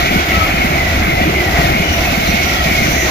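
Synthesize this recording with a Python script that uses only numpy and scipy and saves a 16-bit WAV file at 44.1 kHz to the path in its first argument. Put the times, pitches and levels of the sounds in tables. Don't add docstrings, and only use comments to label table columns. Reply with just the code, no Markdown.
import sys
import numpy as np
from scipy import signal
from scipy.fft import rfft, irfft
from scipy.io import wavfile
from scipy.ndimage import uniform_filter1d, map_coordinates

SR = 44100
rng = np.random.default_rng(int(sys.argv[2]) if len(sys.argv) > 2 else 0)


def persist_wave(psi):
    counts = np.round(np.clip(psi, -1, 1) * 32767).astype(np.int16)
    wavfile.write(sys.argv[1], SR, np.atleast_2d(counts).T)


N = 136710

SPEED_M_PER_S, DISTANCE_M, SOUND_M_PER_S = 41, 8.5, 343
PORT_GAP_M, PORT_ANGLE_RAD = .19, .3
LAG_S, BASS_LAG_S = .0005, .00038
BASS_TREBLE_HZ = 940

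# time abreast of the listener in seconds, relative level in dB.
BOGIE_PAIRS = [(-.2, 4.5), (.34, 4), (.87, 0.3), (1.44, 0.9), (1.98, 0.5), (2.52, 0.5), (3.07, -1.3),
               (3.62, -2.5)]
PAIR_GAP_S = .13
# middle of the fade in seconds after abreast, time scale of the fade in seconds.
SHADING = [(.14, .05), (-.12, .07)]


def bogies():
    bands = np.zeros((2, 2, N))
    fade_middle, fade_time = np.transpose(SHADING)[:, :, None]
    half_along = PORT_GAP_M / 2 * np.cos(PORT_ANGLE_RAD)
    half_across = PORT_GAP_M / 2 * np.sin(PORT_ANGLE_RAD)
    for pair_s, db in BOGIE_PAIRS:
        for abreast_s in (pair_s - PAIR_GAP_S / 2, pair_s + PAIR_GAP_S / 2):
            noise = rolling()
            first = max(int((abreast_s - .9) * SR), 0)
            last = min(int((abreast_s + .45) * SR), N)
            i = np.arange(first, last)
            t = i / SR - abreast_s
            shade = 1 / (1 + np.exp((t - fade_middle) / fade_time))
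            fade_in = np.clip((t + .9) / .3, 0, 1)
            gain = amp(db) * shade * fade_in
            for ch, side in enumerate((1, -1)):
                along = -SPEED_M_PER_S * t - side * half_along
                distance = np.hypot(along, DISTANCE_M - side * half_across)
                emitted = (t + 1.2 - distance / SOUND_M_PER_S) * SR
                heard = map_coordinates(noise, [emitted], order=3, prefilter=False)
                bands[:, ch, i] += gain / distance * heard
    hz = np.fft.rfftfreq(N, 1 / SR)
    low = 1 / (1 + (hz / BASS_TREBLE_HZ) ** 4)
    flat = np.sinc(hz / SR) ** -4
    bass = filtered(rms_one(filtered(bands[0], flat)), low)
    treble = filtered(rms_one(filtered(bands[1], flat)), 1 - low)
    return bass + treble


# frequency in Hz, width in Hz, mean level in dB against
WHEEL_MODES = [(2000, 40, -20), (2250, 40, -21), (2700, 50, -20), (3200, 50, -21), (3700, 60, -19.5)]
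MODE_SPREAD_DB = 2.0


def rolling():
    contact = rng.standard_normal(2 * SR)
    out = contact.copy()
    for hz, width_hz, db in WHEEL_MODES:
        ringing = resonance(contact[::-1], hz, width_hz)
        strength = amp(db + MODE_SPREAD_DB * rng.standard_normal())
        out += strength * rms_one(ringing)
    return out


# frequency in Hz, level in dB against the bogies.
WIDE_OVER_BOGIES = [(25, -22), (60, -23), (200, -18.5), (700, -9.5), (2000, -0.5), (3500, 0), (5000, 7),
                    (12000, 7.5)]
# frequency in Hz, relative spectral level in dB.
RUSH_COLOUR = [(20, -40.5), (45, -28.5), (70, -32), (105, -35), (130, -30.5), (170, -32.5), (250, -34),
               (340, -33.5), (450, -40.5), (600, -38), (930, -42), (1130, -41.5), (1400, -38), (1750, -46),
               (2600, -41), (3000, -44), (3500, -46), (5000, -50.5), (6500, -53), (7600, -59),
               (8000, -73.5), (8230, -99), (8450, -75), (8800, -60.5), (10000, -61.5), (10900, -67.5),
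               (11600, -58.5), (13000, -57), (15500, -58.5)]
# frequency in Hz, full width at half the lift in Hz, lift at the centre in dB.
COLOUR_RESONANCES = [(718, 200, 8), (682, 12.5, 4.0), (2079, 620, 8.5), (1530, 61, 2.5), (3280, 270, 0)]
# frequency in Hz, left over right in dB.
LEFT_OVER_RIGHT = [(2000, -0.2), (3300, -2.5), (4500, -2), (6000, -6.5), (7300, -2), (9000, -0.5),
                   (11000, 3.5), (12500, 9.5), (15000, 1)]
# time in seconds, then
# level of bass, rail hum, middle, ring band, treble and top, all in dB.
BAND_LEVELS = [(0.0, -19, -21.5, -22, -23, -22, -32), (0.09, -22, -23, -27, -15.5, -23.5, -35),
               (0.15, -17, -23, -25.5, -19.5, -22, -32), (0.24, -23, -27.5, -28, -20.5, -24.5, -38),
               (0.34, -21, -25, -28.5, -15.5, -21.5, -32), (0.37, -21.5, -23, -27, -17, -23.5, -34),
               (0.61, -21.5, -24, -28, -17, -26.5, -35.5), (0.66, -21.5, -22.5, -25, -18, -24.5, -35.5),
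               (0.8, -22, -23.5, -31, -19, -25, -35.5), (1.01, -19.5, -23.5, -26.5, -19.5, -25, -37),
               (1.08, -17.5, -26.5, -25, -18.5, -26.5, -35.5), (1.17, -24, -19, -32.5, -21, -25.5, -38),
               (1.22, -19, -21, -27.5, -15.5, -24.5, -35), (1.3, -19, -26.5, -26, -23, -25, -38.5),
               (1.37, -23, -23.5, -30.5, -17.5, -25.5, -36), (1.54, -21.5, -24, -26, -23, -24, -35.5),
               (1.59, -19, -19, -23.5, -18.5, -21.5, -30.5), (1.83, -20.5, -24.5, -30, -18.5, -25, -36.5),
               (1.93, -21.5, -24.5, -28, -20, -23.5, -33.5), (2.24, -21.5, -23, -27.5, -19, -22.5, -33),
               (2.33, -20, -23, -29, -16.5, -21.5, -33.5), (2.63, -23, -27, -30.5, -22, -22, -34.5),
               (2.68, -22.5, -22.5, -30.5, -16, -22.5, -31.5), (2.9, -18, -23.5, -26, -20, -22, -33),
               (3.02, -22, -23.5, -36, -16.5, -24, -33), (3.1, -21, -22.5, -22.5, -25, -21.5, -34)]
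BAND_EDGES = [450, 900, 1750, 2700, 8200]
RUSH_DB, FLICKER_DB = -13.5, 1.5


def rush():
    hz, t = np.fft.rfftfreq(N, 1 / SR), np.arange(N) / SR
    wide = amp(at_hz(WIDE_OVER_BOGIES, hz))
    diffuse = rfft(rng.standard_normal((2, N)))
    spectrum = (rfft(bogies()) + wide * diffuse) / np.sqrt(1 + wide ** 2)
    colour_db = at_hz(RUSH_COLOUR, hz)
    for centre, width, lift_db in COLOUR_RESONANCES:
        colour_db = colour_db + lift_db / (1 + (2 * (hz - centre) / width) ** 4)
    spectrum *= amp(colour_db + at_hz(LEFT_OVER_RIGHT, hz) * [[.5], [-.5]])
    level_s, *levels = np.transpose(BAND_LEVELS)
    below = [0] + [1 / (1 + (hz / edge) ** 8) for edge in BAND_EDGES] + [1]
    out = 0
    for k, level in enumerate(levels):
        band = irfft(spectrum * (below[k + 1] - below[k]), N)
        own_power = uniform_filter1d(np.mean(band ** 2, 0), size=SR // 6)
        flicker = FLICKER_DB * np.array([drift(15), drift(23.0)])
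        swell = np.interp(t, level_s, level - np.mean(level)) + flicker
        evened = band * np.sqrt(own_power.mean() / own_power)
        out = out + evened * amp(swell)
    return amp(RUSH_DB) * rms_one(out)


# start in seconds, approximate peak in dB before THUD_DB is added, frequency in Hz.
WHEEL_THUDS = [(0.108, -10.5, 192), (0.157, -4.5, 186), (0.368, -8.5, 173), (0.539, -10, 178),
               (0.645, -5.5, 223), (0.702, -8, 151), (0.752, -13, 166), (1.015, -9, 215), (1.075, -11, 163),
               (1.128, -10, 146), (1.212, -5, 221), (1.272, -7.5, 166), (1.586, -7, 164),
               (1.639, -6.5, 154), (1.695, -9, 140), (1.747, -8, 220), (1.799, -4.5, 177), (2.123, -9, 223),
               (2.175, -7.5, 194), (2.232, -13, 170), (2.288, -7, 190), (2.339, -6, 198),
               (2.488, -14.5, 169), (2.55, -13.5, 189), (2.658, -8, 155), (2.712, -7.5, 190),
               (2.821, -8.5, 227), (2.881, -7.5, 156), (2.932, -11.5, 162)]
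THUD_CYCLES, THUD_DB = 4.06, 2
PUSH_DB = -8


def thuds():
    out = np.zeros(N + SR)
    for start_s, db, hz in WHEEL_THUDS:
        cycles = np.arange(int(3 * THUD_CYCLES / hz * SR)) * hz / SR
        i = int(start_s * SR)
        knock = np.sin(2 * np.pi * cycles) + amp(PUSH_DB) * np.sin(np.pi * cycles)
        rise = 1 - np.exp(-cycles / 0.63)
        decay = amp(-30 * cycles / THUD_CYCLES)
        out[i:i + len(cycles)] += 2 * amp(db + THUD_DB) * knock * rise * decay
    return later_right(out[:N])


# middle in seconds, half length in seconds, frequency at the # middle in Hz, nominal width in Hz, nominal level
# in dB, left over right in dB, fall in Hz per second.
SONGS = [(0.392, .11, 1298, 30, -22, 10, 150), (.3, .05, 1370, 60, -27, 5, 199),
         (0.405, .12, 3210, 300, -27, 1, 488), (2.303, .1, 4060, 251, -29, .1, 494),
         (.2, 0.084, 1470, 58.5, -24, -1, 300), (0.172, 0.085, 2250, 61, -25, -6, 199),
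         (.09, 0.076, 2350, 52, -22.5, 4, 500), (.03, .06, 1940, 45, -25.5, 5, 200),
         (.33, .09, 2005, 130.2, -19, 5, 600), (0.293, 0.069, 2170, 70, -27, 0, 300),
         (0.264, 0.066, 3600, 69.6, -37, 4, 1500), (.58, .14, 2200, 80, -24.5, -1, 500),
         (.58, .08, 3000, 70, -28, -8, 1196), (0.697, 0.11, 350, 60.5, -27, -7, 149),
         (.76, 0.064, 2270, 60, -23, -2, 300), (0.801, .11, 2054, 70.5, -18.5, 1, 1100),
         (0.774, 0.09, 990, 30, -29, 4, 400), (.92, 0.0802, 1950, 40, -24, .1, 100),
         (1.16, 0.131, 2060, 60.15, -21.5, 3, 1100), (1.277, .08, 325, 50.5, -21, -4, 350),
         (1.39, .14, 365, 70, -21.5, -2, 250), (1.35, .09, 2190, 50, -20, -3, 100),
         (1.406, .1, 2020, 45, -20, 2, 1400), (1.6, .12, 1932, 129.9, -20, 5, 700),
         (1.6, 0.1214, 678, 25, -24.5, .1, 29.9), (1.69, .08, 365, 45, -25.5, -1, 50),
         (1.727, .07, 2190, 60, -23, -2, 101), (1.759, .035, 2293, 252.3, -18, -2, 100),
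         (1.82, .03, 2280, 150, -23, .1, 99.9), (1.9, 0.13, 2950, 81, -26.5, 9, 400),
         (1.95, 0.16, 5760, 270, -35.5, -22, 1100), (1.97, .08, 675, 25, -23, -3, 30),
         (2.1, .07, 2600, 100, -21, -3, 500), (2.28, .1, 2250, 120, -28.5, 3, 199.9),
         (2.315, 0.152, 3680, 168, -31.5, 5, 1100), (2.31, 0.069, 5800, 200, -31, -12, 1500),
         (2.45, 0.14, 2200, 60, -23.5, -4, 500), (2.49, 0.1, 5680, 260, -32, -15, 1200),
         (2.57, .16, 1920, 50.3, -25, .1, 200), (2.57, 0.165, 1330, 81, -22.5, -2, 500),
         (2.58, .1, 3300, 160, -26, -4, 1100), (2.64, 0.067, 660, 40, -23.5, -2, 150),
         (2.68, .07, 2310, 60, -22.5, 2, 200), (2.76, .09, 2200, 60, -17, 0, 1090),
         (2.84, .04, 2040, 80, -21.5, 6, 300), (2.9, 0.17, 5940, 610, -35.5, -26.5, 505),
         (3.01, .09, 1970, 129.6, -19.5, 4, 890), (2.996, .12, 3960, 120, -36, -4, 1500),
         (3.037, .15, 6200, 794, -29, -17, 400), (3.06, 0.068, 345, 50, -23.5, .1, 29.8),
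         (3.08, .08, 1300, 85, -29.5, 14, 496)]
STEADY_HZ = 30
SWELL_POWER = 1.02


def singing():
    out = np.zeros((2, N))
    for middle_s, half_s, hz, width_hz, db, pan_db, fall in SONGS:
        i = np.arange(max(int((middle_s - half_s) * SR), 0), min(int((middle_s + half_s) * SR), N))
        u = (i / SR - middle_s) / half_s
        phase = 2 * np.pi * np.cumsum(hz - fall * half_s * u) / SR
        sine_noise, cosine_noise = rng.standard_normal((2, N // 100))
        step = (u + 1) * half_s * width_hz * 2
        points = np.arange(len(sine_noise))
        sine_level = STEADY_HZ / width_hz + np.interp(step, points, sine_noise)
        cosine_level = np.interp(step, points, cosine_noise)
        tone = sine_level * np.sin(phase) + cosine_level * np.cos(phase)
        swell = np.abs(np.cos(np.pi * u / 2)) ** SWELL_POWER
        lag_s = LAG_S if hz > BASS_TREBLE_HZ else BASS_LAG_S
        out[:, i] += later_right(amp(db) * swell * tone, pan_db, lag_s)
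    return out


# time in seconds, level in dB before DRONE_DB is added.
DRONE_LEVELS = [(0.0, -25), (0.14, -18), (0.21, -25.5), (0.44, -15.5), (0.47, -33), (0.52, -21),
                (0.54, -36), (0.59, -16.5), (0.68, -25), (0.72, -20), (0.91, -19.5), (0.99, -11.5),
                (1.04, -23.5), (1.4, -18), (1.43, -32), (1.48, -12), (1.51, -30), (1.54, -14.5), (1.6, -21),
                (1.64, -17.5), (1.86, -28), (1.91, -12.5), (1.94, -23), (2.01, -15), (2.04, -27),
                (2.08, -18.5), (2.2, -33), (2.3, -16), (2.42, -26), (2.45, -17), (2.49, -24.5),
                (2.62, -16.5), (2.63, -21.5), (3.1, -22.5)]
SLEEPER_M = .612
DRONE_WIDTH_HZ, DRONE_DB, DRONE_TOP_HZ = 8.1, 2, 97.7
BED_HZ, BED_DB = 83.8, -3.5


def drone():
    tone = 0
    for hz, db in ((SPEED_M_PER_S / SLEEPER_M, 0), (BED_HZ, BED_DB)):
        rough = resonance(rng.standard_normal(N + SR), hz, DRONE_WIDTH_HZ)[SR:]
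        tone = tone + amp(db) * rms_one(rough)
    tone = tone / np.sqrt(uniform_filter1d(tone ** 2, size=SR // 25))
    level_s, db = np.transpose(DRONE_LEVELS)
    tone = tone * amp(np.interp(np.arange(N) / SR, level_s, db) + DRONE_DB)
    lowpass = signal.butter(3, DRONE_TOP_HZ, fs=SR, output="sos")
    return later_right(signal.sosfiltfilt(lowpass, tone))


def later_right(x, pan_db=0, lag_s=BASS_LAG_S):
    i = np.arange(len(x))
    return np.array([x, np.interp(i - lag_s * SR, i, x)]) * amp([[pan_db / 2], [-pan_db / 2]])


def resonance(x, hz, width_hz):
    r = np.exp(-np.pi * width_hz / SR)
    return signal.lfilter([1, 0, -1], [1, -2 * r * np.cos(2 * np.pi * hz / SR), r * r], x)


def drift(rate_hz, count=N):
    r = np.exp(-2 * np.pi * rate_hz / SR)
    return rms_one(signal.lfilter([1], [1, -2 * r, r * r], rng.standard_normal(count + SR))[SR:])


def filtered(x, gain):
    return irfft(rfft(x) * gain, N)


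def at_hz(points, hz):
    points = np.array(points)
    return np.interp(np.log(hz + 1), np.log(points[:, 0]), points[:, 1])


def amp(db):
    return 10 ** (np.asarray(db) / 20)


def rms_one(x):
    return x / np.sqrt(np.mean(x ** 2) + 1e-20)


def scene():
    return rush() + drone() + thuds() + singing()


CUTOFF_HZ = 15550


def record(dry):
    rounded = 1.3 * np.tanh(dry / 1.3)
    lowpass = signal.ellip(14, .5, 60, CUTOFF_HZ, fs=SR, output="sos")
    return signal.sosfilt(lowpass, rounded)


dry = scene()
out = record(dry)
persist_wave(out)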